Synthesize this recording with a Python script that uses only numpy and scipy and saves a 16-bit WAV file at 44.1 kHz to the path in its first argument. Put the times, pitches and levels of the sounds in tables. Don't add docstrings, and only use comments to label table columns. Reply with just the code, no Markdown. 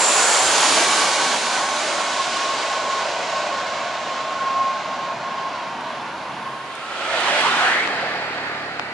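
import sys
import numpy as np
from scipy import signal
from scipy.fft import rfft, irfft, next_fast_len
from scipy.io import wavfile
from scipy.ndimage import map_coordinates

SR = 44100
rng = np.random.default_rng(int(sys.argv[2]) if len(sys.argv) > 2 else 0)


def pcm_store(signal):
    levels = np.round(np.clip(np.atleast_2d(signal), -1, 1) * 32767)
    wavfile.write(sys.argv[1], SR, levels.astype(np.int16).T)


N = 393813
TIME = np.arange(N) / SR

OVERHEAD_S, HEIGHT_S, MACH = 0.2, 0.72, 0.19
PASS_S, PASS_WIDTH_S = 7.57, 0.18
TAILPIPE_S, TAILPIPE_WIDTH_S = 7.78, 0.25

# frequency in Hz, correlation.
JET_LIKENESS = [(60, 0.93), (140, 1), (350, 0.97), (830, 0.98), (1990, 0.84), (4770, 0.74), (11400, 0.43)]
# frequency in Hz, correlation.
BIKE_LIKENESS = [(100, 0.99), (600, 1), (1200, 0.85), (2000, 0.3), (3500, 0.31), (6000, 0.33), (11000, .15)]
# time in seconds, firings per second.
FIRING_RATE = [(6.6, 41.5), (7.3, 42.4), (7.55, 41), (8.15, 37.8), (8.93, 34.7)]


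def amp(db):
    return 10 ** (np.asarray(db) / 20)


def unit(x):
    return x / np.sqrt(np.mean(x ** 2) + 1e-20)


def along(points, hz):
    f, v = np.transpose(points)
    return np.interp(np.log(hz + 1), np.log(f + 1), v)


def curves(rows, t=TIME):
    s, *cols = np.transpose(rows)
    return [np.interp(t, s, c) for c in cols]


def wobble(rate):
    coarse_s = TIME[::4]
    knots = rng.standard_normal(int(N * rate / SR) + 4)
    return unit(np.interp(TIME, coarse_s, map_coordinates(knots, [coarse_s * rate])))


def bump(x, centre, width):
    return np.exp(-2 * ((x - centre) / width) ** 2)


def panned(x, side_db):
    return x * amp([side_db / 2, -side_db / 2])


def filtered(x, response):
    size = next_fast_len(N + SR // 2)
    hz = np.fft.rfftfreq(size, 1 / SR)
    return irfft(rfft(x, size) * response(hz), size)[..., :N]


def recoloured(x, gain_db, size=1024):
    hz, t, z = signal.stft(x, SR, nperseg=size)
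    return signal.istft(z * amp(gain_db(hz[:, None], t)), SR, nperseg=size)[1][..., :N]


def patches(hz, t, width_hz, length_s):
    rows, columns = np.broadcast_arrays(hz / max(width_hz, 40), t / max(length_s, .03))
    return unit(map_coordinates(rng.standard_normal((560, 310)), [rows, columns]))


def rush(spectrum, alike):
    def mid_side(hz):
        turn = np.arccos(np.clip(along(alike, hz), 0, 1)) / 2
        return amp(along(spectrum, hz)) * [np.cos(turn), np.sin(turn)]

    mid, side = filtered(rng.standard_normal((2, N)), mid_side)
    return unit(np.array([mid + side, mid - side]))


def tone(pitch_hz, blur, blur_rate):
    phase = 2 * np.pi * np.cumsum(pitch_hz) / SR
    blur = np.clip(blur, 0, 1)
    scattered = wobble(blur_rate) * np.sin(phase) + wobble(blur_rate) * np.cos(phase)
    return np.sqrt(2 * (1 - blur)) * np.sin(phase) + np.sqrt(blur) * scattered


def passage(t, nearest_s, width_s):
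    travelled = (t - nearest_s) / width_s
    return np.hypot(1, travelled), np.arctan(travelled)


def flight(t=TIME):
    return passage(t, OVERHEAD_S, HEIGHT_S)


def doppler(width_s=HEIGHT_S):
    return 1 / (1 + MACH * np.sin(passage(TIME, OVERHEAD_S, width_s)[1]))


def street_noise(level_db=-43):
    # frequency in Hz, relative spectral level in dB.
    street_spectrum = [(20, -28), (70, -17), (150, -3.5), (500, 0.5), (1500, -2.5), (4000, -26),
                       (7000, -21.5), (11000, -27)]
    return amp(level_db + 0.42 * wobble(1.71)) * rush(street_spectrum, JET_LIKENESS)


def jet_level(layer, lobe_deg=39.8, lobe_width_deg=20, low_s=4.1):
    jet_layers = {"boom": (-47, -0.3, 4.5, 0), "rumble": (-35.5, 2.5, 3.5, -0.8),
                  "roar": (-20.5, 3, 0.2, -0.1), "hiss": (-15.5, 3.5, 2, 1.5)}
    level_db, loss_db, lobe_db, fade_db = jet_layers[layer]
    r, angle = flight()
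    lobe = bump(np.degrees(angle), lobe_deg, lobe_width_deg)
    return level_db - loss_db * np.log2(r) + lobe_db * lobe - fade_db * np.maximum(TIME - low_s, 0)


def jet_noise(air_db=6.0, scatter_hz=1400, patchy_db=1.24, gust_db=0.35):
    # frequency in Hz, relative spectral level in dB.
    boom_spectrum = [(20, -34), (45, -26), (75, -11.5), (125, -1), (180, 3.5), (260, 6.5), (450, -35),
                     (900, -59)]
    rumble_spectrum = [(60, -38), (150, -22), (230, -5), (330, 4.5), (450, 3.5), (700, -21), (1500, -42)]
    roar_spectrum = [(200, -46), (420, -5.5), (550, -3.5), (680, -4), (850, 0.5), (1100, -1.5),
                     (1500, -7.5), (1900, -14.5), (2800, -18), (6000, -39)]
    hiss_spectrum = [(60, -38), (500, -44), (1200, 3), (1900, 2.5), (2500, 1), (3200, 0.5), (3700, 0.5),
                     (4600, 0), (5500, -0.5), (7000, 2.5), (8200, -0.2), (9500, 0.5), (11000, -0.5)]
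    # centre in Hz, width in Hz, full lift in dB.
    hump_rows = [(453, 154, -8), (817, 135, -5), (1080, 380, -0.5), (1256, 150, -4.5), (1480, 160, 0),
                 (1820, 250, -2.5), (2110, 100, -3), (3030, 260, 0.5), (3500, 220, -1), (3800, 170, -0.5),
                 (4060, 290, 0.5), (5980, 250, -0.5)]
    # time in seconds, centre in Hz, lift in dB.
    hollow_path = [(0, 627, 1.5), (1.3, 685, 2), (1.9, 650, 3.5), (2.5, 585, 5.5), (3.2, 647, 8.5),
                   (3.8, 690, 7), (4.4, 700, 3), (5.3, 664, 3), (6, 664, 0)]
    # time in seconds, lift in dB at the centre.
    treble_swell = [(0.42, 0.5), (0.54, 2.6), (0.85, 2), (1.3, 3), (1.52, 0.6), (1.8, 0.4), (2.3, 3),
                    (3, 1.4), (4, -0.5)]
    hollow_width_hz, treble_hz, treble_octaves = 225, 4400, 1.12
    ground_share, ground_delay_s, steepest_s = 0.22, 0.0094, -0.04

    gusts = gust_db * wobble(7)
    boom = amp(jet_level("boom") + 0.5 * wobble(8.2)) * rush(boom_spectrum, JET_LIKENESS)
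    rumble = amp(jet_level("rumble") + 0.6 * wobble(12)) * rush(rumble_spectrum, JET_LIKENESS)
    roar = amp(jet_level("roar") + gusts + 0.38 * wobble(30)) * rush(roar_spectrum, JET_LIKENESS)
    hiss = amp(jet_level("hiss") + gusts + 0.43 * wobble(24.98)) * rush(hiss_spectrum, JET_LIKENESS)

    def path_db(hz, t):
        absorbed = air_db * flight(t)[0] * (hz / 10000) ** 2.47
        echo = ground_share / (1 + (hz / scatter_hz) ** 4)
        delay_s = ground_delay_s / passage(t, steepest_s, HEIGHT_S)[0]
        comb = abs(1 + echo * np.exp(2j * np.pi * hz * delay_s))
        from_behind = np.interp(t, [.3, 2.6, 5.4, 6.5], [0.41, 1, 0.96, 1.0])
        humps = sum(db * bump(hz, centre, width) for centre, width, db in hump_rows)
        hollow_hz, hollow_db = curves(hollow_path, t)
        hollow = hollow_db * bump(hz, hollow_hz, hollow_width_hz)
        treble = curves(treble_swell, t)[0] * bump(np.log2((hz + 1) / treble_hz), 0, treble_octaves)
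        turbulence = patchy_db * patches(hz, t, width_hz=70, length_s=.12)
        return 20 * np.log10(comb) - absorbed + from_behind * humps + hollow + treble + turbulence

    return recoloured(boom + rumble + roar + hiss, path_db, size=2048)


def whistles(off_beam_db=0.35, loss_db=7, blur_rate=620, glide_s=.88, skirt_db=-5, skirt_rate=2000):
    # pitch in Hz before the Doppler shift, level in dB on the beam before distance loss,
    # beam direction in degrees behind the vertical.
    blade_tones = [(7040, -22.5, -10.5), (7200, -31, 21), (7820, -26.5, 11), (7900, -41, 60)]
    r, angle = flight()
    shift = doppler(glide_s)

    def blade(pitch_hz):
        core = tone(pitch_hz, blur=0.88, blur_rate=blur_rate)
        skirt = tone(pitch_hz, blur=0.85, blur_rate=skirt_rate)
        return core + amp(skirt_db) * skirt

    sound = np.zeros((2, N))
    for hz, db, beam_deg in blade_tones:
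        off_beam_deg = abs(np.degrees(angle) - beam_deg)
        level_db = db - off_beam_db * off_beam_deg - loss_db * np.log2(r)
        sound += amp(level_db) * np.array([blade(hz * shift) for _ in range(2)])
    return sound


def whine(sent_hz=1277.5, flicker_db=0.2, upper_db=-16, octave_db=-19.5):
    # time in seconds, level in dB.
    whine_level = [(0.75, -33), (0.86, -35), (0.9, -30), (1.32, -28), (1.34, -51), (1.46, -29.5),
                   (1.48, -39), (1.6, -31), (1.78, -29), (1.8, -44), (2.01, -28), (2.13, -37), (2.2, -22.5),
                   (2.24, -34), (2.53, -25.0), (2.62, -37), (2.65, -28), (2.92, -24.5), (3.11, -38),
                   (3.14, -30), (3.26, -44), (3.37, -25), (3.46, -36.5), (3.57, -28.5), (3.64, -36),
                   (3.72, -31.5), (3.95, -36.5), (4.01, -28), (4.04, -38), (4.12, -27.5), (4.24, -31),
                   (4.63, -19.5), (4.83, -32.5), (5.12, -27), (5.16, -53), (5.24, -31), (5.46, -28),
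                   (5.64, -39.5), (5.78, -36), (6.16, -41.5), (6.19, -41), (6.36, -43), (6.41, -33),
                   (6.74, -41), (6.84, -38), (6.89, -38)]
    pitch_hz = sent_hz * doppler()
    line_db, = curves(whine_level)
    hiss_db = jet_level("hiss")
    emerging = amp(np.interp(TIME, [.4, .75], [-30, 0]))
    line = tone(pitch_hz + 0.98 * wobble(14), blur=0.17, blur_rate=70)
    main = amp(line_db + flicker_db * wobble(9.2)) * line
    upper = amp(hiss_db + upper_db) * tone(pitch_hz * 1.388, blur=0.93, blur_rate=60)
    octave = amp(hiss_db + octave_db) * tone(2 * pitch_hz, blur=0.99, blur_rate=66)
    overtones = (upper + octave) * np.interp(TIME, [.6, 1.1, 3.5, 6], [0.69, 0.9, 0.82, 0.12])
    return emerging * (main + overtones)


def airliner(noise_fade_s=6.4, whine_fade_s=6.7, fade_db_per_s=20):
    # frequency in Hz, left minus right in dB.
    side_balance = [(60, 0), (500, -0.4), (1400, -1), (4000, -2.5), (8000, -1.5), (11000, -1.5)]

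    def fade(start_s):
        return amp(-fade_db_per_s * np.maximum(TIME - start_s, 0))

    sound = (jet_noise() + whistles()) * fade(noise_fade_s) + whine() * fade(whine_fade_s)
    return filtered(sound, lambda hz: panned(0.99, along(side_balance, hz)))


def draught():
    # centre in seconds, half-length in seconds, level in dB.
    buffet_rows = [(.47, 0.13, -50), (7.45, .25, -61), (7.87, .08, -58)]
    swell = sum(amp(db) * bump(TIME, s, length) for s, length, db in buffet_rows)
    return swell * rush([(20, -4), (50, -5), (100, 15), (300, -38), (900, -86)], [(50, 1.0)])


def ticks(life_s=0.0025, low_hz=4000):
    # start in seconds, level in dB before the common gain and filter.
    tick_rows = [(5.809, -37), (6.753, -27), (7.204, -19), (7.408, -18)]
    envelope = sum(amp(db) * (TIME >= s) * np.exp(-abs(TIME - s) / life_s) for s, db in tick_rows)
    noise = envelope * rng.standard_normal((2, N)) * 0.88
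    return filtered(noise, lambda hz: hz ** 3 / (hz ** 3 + low_hz ** 3))


def fizz(level_db=-60):
    ahead = bump(TIME, 6.5, 1.1)
    return amp(level_db) * ahead * rush([(2000, -21), (6000, -5), (11000, 8), (13000, -37)], [(6000, .1)])


def hums():
    # centre in seconds, half-length in seconds, pitch in Hz, level in dB.
    hum_rows = [(6.347, 0.56, 133.2, -52), (7.1, 0.3, 80.8, -60)]
    return sum(amp(db) * bump(TIME, s, length) * tone(np.full(N, hz), blur=0.39, blur_rate=16)
               for s, length, hz, db in hum_rows)


def bike_level(layer, nearest_s=PASS_S, width_s=PASS_WIDTH_S):
    bike_layers = {"tyres": (-16.5, 13.3, 0), "exhaust": (-26.5, 4.66, 6.5), "note": (-51.5, 1.3, 4.4),
                   "drone": (-44.5, 10, -5.5), "grit": (-42, 11, -2)}
    level_db, loss_db, behind_db = bike_layers[layer]
    r, angle = passage(TIME, nearest_s, width_s)
    return level_db - loss_db * np.log2(r) + behind_db * np.sin(angle)


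def wheel(nearest_s, width_s, echo_share=0.4, spacing_hz=716, scatter_hz=1150, turn_s=0.083):
    # frequency in Hz, relative spectral level in dB.
    tyre_spectrum = [(120, -34), (220, -17), (340, -8), (500, -5.5), (720, 0.7), (1000, 0.5), (1400, 1),
                     (2200, -2.5), (3200, -3.5), (4500, -11.5), (5600, -17.5), (7500, -20), (9500, -25.5),
                     (11000, -36)]
    # time in seconds, centre in Hz, lift in dB.
    band_sweep = [(7.3, 1210, -5), (7.41, 1160, -4), (7.47, 1080, 4.5), (7.54, 1410, 1.5),
                  (7.62, 1440, 3.5), (7.72, 1800, 9), (7.8, 2050, 13), (7.86, 2260, 11), (7.88, 2430, -17)]

    def colour_db(hz, t):
        comb_hz = spacing_hz * passage(t, nearest_s, turn_s)[0]
        echo = echo_share / (1 + (hz / scatter_hz) ** 2)
        comb = abs(1 + echo * np.exp(2j * np.pi * hz / comb_hz))
        centre_hz, lift_db = curves(band_sweep, t)
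        return 20 * np.log10(comb) + lift_db * bump(hz, centre_hz, 0.3 * centre_hz)

    level_db = bike_level("tyres", nearest_s, width_s) + 0.59 * wobble(18)
    return recoloured(amp(level_db) * rush(tyre_spectrum, BIKE_LIKENESS), colour_db)


def grit(grains_per_s=900, scatter_db=4):
    # frequency in Hz, filter gain in dB.
    grit_spectrum = [(500, -24), (2000, -6), (3300, -12), (4500, -4), (6000, 0), (11000, -15)]
    hits = rng.random(N) < grains_per_s / SR
    grains = hits * rng.choice([-1, 1], (2, N)) * amp(scatter_db * rng.standard_normal(N))
    return amp(bike_level("grit")) * unit(filtered(grains, lambda hz: amp(along(grit_spectrum, hz))))


def engine_note(phase, waver_db=0.6):
    # frequency in Hz, gain in dB.
    drone_gain = [(84, -14), (168, 0), (252, 3), (336, -10), (500, -26)]
    # frequency in Hz, gain in dB.
    pipe_gain = [(72, -12), (110, -0.5), (150, 1), (220, -0.5), (290, 2), (350, -2), (420, 3), (520, -14),
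                 (720, -4), (950, -9)]
    firing_hz, = curves(FIRING_RATE)
    front = amp(bike_level("drone"))
    rear = amp(bike_level("note", TAILPIPE_S, TAILPIPE_WIDTH_S))
    note = np.zeros(N)
    for order in range(2, 25):
        hz = order * firing_hz
        drone = front * amp(along(drone_gain, hz)) if order % 2 == 0 else 0
        strength = np.hypot(drone, rear * amp(along(pipe_gain, hz)))
        waver = amp(waver_db * wobble(2.7))
        note += strength * waver * np.cos(order * phase + rng.uniform(0, 2 * np.pi))
    return np.interp(TIME, [6.9, 7.3], [0, 1]) * note


def exhaust_puffs(phase, puff_depth=0.059):
    # frequency in Hz, relative spectral level in dB.
    exhaust_spectrum = [(60, -35), (150, -18), (300, -6), (470, -3.5), (720, 2), (1100, -3.5), (1400, 1),
                        (1900, 1.7), (2500, -3.5), (3400, -12), (4400, -9.5), (5800, -25.5), (7200, -27.5),
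                        (11000, -53)]
    puffs = unit(np.exp(puff_depth * np.cos(phase)))
    level_db = bike_level("exhaust", TAILPIPE_S, TAILPIPE_WIDTH_S)
    return amp(level_db) * puffs * rush(exhaust_spectrum, BIKE_LIKENESS)


def motorbike(lag_s=0.00012, patchy_db=1.2):
    # moment nearest in seconds, distance over speed in seconds,
    # gain in dB on the tyre level.
    wheel_rows = [(7.362, 0.26, -1), (7.625, 0.16, -3)]
    # time in seconds, left minus right in dB.
    pan_path = [(6.7, -3), (7.2, -4), (7.5, -2.5), (7.75, -1), (8.1, -2), (8.9, -2)]
    firing_hz, = curves(FIRING_RATE)
    phase = 2 * np.pi * np.cumsum(firing_hz) / SR + 0.031 * wobble(16)
    tyres = sum(amp(db) * wheel(s, width) for s, width, db in wheel_rows)
    noise = recoloured(tyres + exhaust_puffs(phase),
                       lambda hz, t: patchy_db * patches(hz, t, width_hz=120, length_s=.09))
    left, right = panned(noise + grit() + engine_note(phase), curves(pan_path)[0])
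    lag = np.interp(TIME, [5.7, 8.8], [0, lag_s])
    return np.array([left, map_coordinates(right, [(TIME - lag) * SR])])


def whir():
    # centre in seconds, half-length in seconds, pitch in Hz, level in dB, flutters per second.
    whir_rows = [(7.08, 0.39, 1336, -31.5, 220), (7.08, 0.31, 560, -39, 54), (7.168, 0.11, 660, -32, 70),
                 (7.34, 0.09, 590, -29, 80), (7.27, 0.43, 361, -44, 45), (8.7, 0.45, 1192, -44.5, 25)]
    return sum(amp(db) * bump(TIME, s, length) * tone(np.full(N, hz), blur=1.0, blur_rate=rate)
               for s, length, hz, db, rate in whir_rows)


def click(fall_s=.000145, life_s=.0007):
    # start in seconds, gain in dB on the snap.
    click_rows = [(7.8755, 0.3), (8.79636, .8)]
    # delay in seconds, signed strength before decay and filter,
    # starting pitch in Hz, ending pitch in Hz.
    snap_shape = [(0, -.62, 4900, 800), (.00004, .35, 3200, 560)]
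    delay_s, peak, start_hz, end_hz = np.transpose(snap_shape)[..., None]
    sound = np.zeros((2, N))
    for s, db in click_rows:
        t = np.maximum(TIME - s - delay_s, 0)
        cycles = end_hz * t + (start_hz - end_hz) * fall_s * (1 - np.exp(-t / fall_s))
        sound += amp(db) * peak * np.sin(2 * np.pi * cycles) * np.exp(-t / life_s)
    return filtered(sound, lambda hz: 1 / (1 + (hz / 7800) ** 6))


def nearby_echoes(x, share=0.22, reach_s=.03, count=12):
    walls = np.zeros((2, SR // 10))
    for channel in walls:
        delays = (rng.uniform(.1, 1, count) * min(reach_s, .09) * SR).astype(int)
        channel[delays] = rng.choice([-1, 1], count) / np.sqrt(count)
    echoes = signal.fftconvolve(x, walls, axes=1)[:, :N]
    return x + share * filtered(echoes, lambda hz: hz ** 2 / (hz ** 2 + 2000 ** 2))


def scene():
    passing = nearby_echoes(airliner() + motorbike())
    background = street_noise() + hums()
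    return passing + background + draught() + ticks() + fizz() + whir() + click()


def record(dry, top_hz=11120):
    return filtered(dry, lambda hz: hz < top_hz)


dry = scene()
out = record(dry)
pcm_store(out)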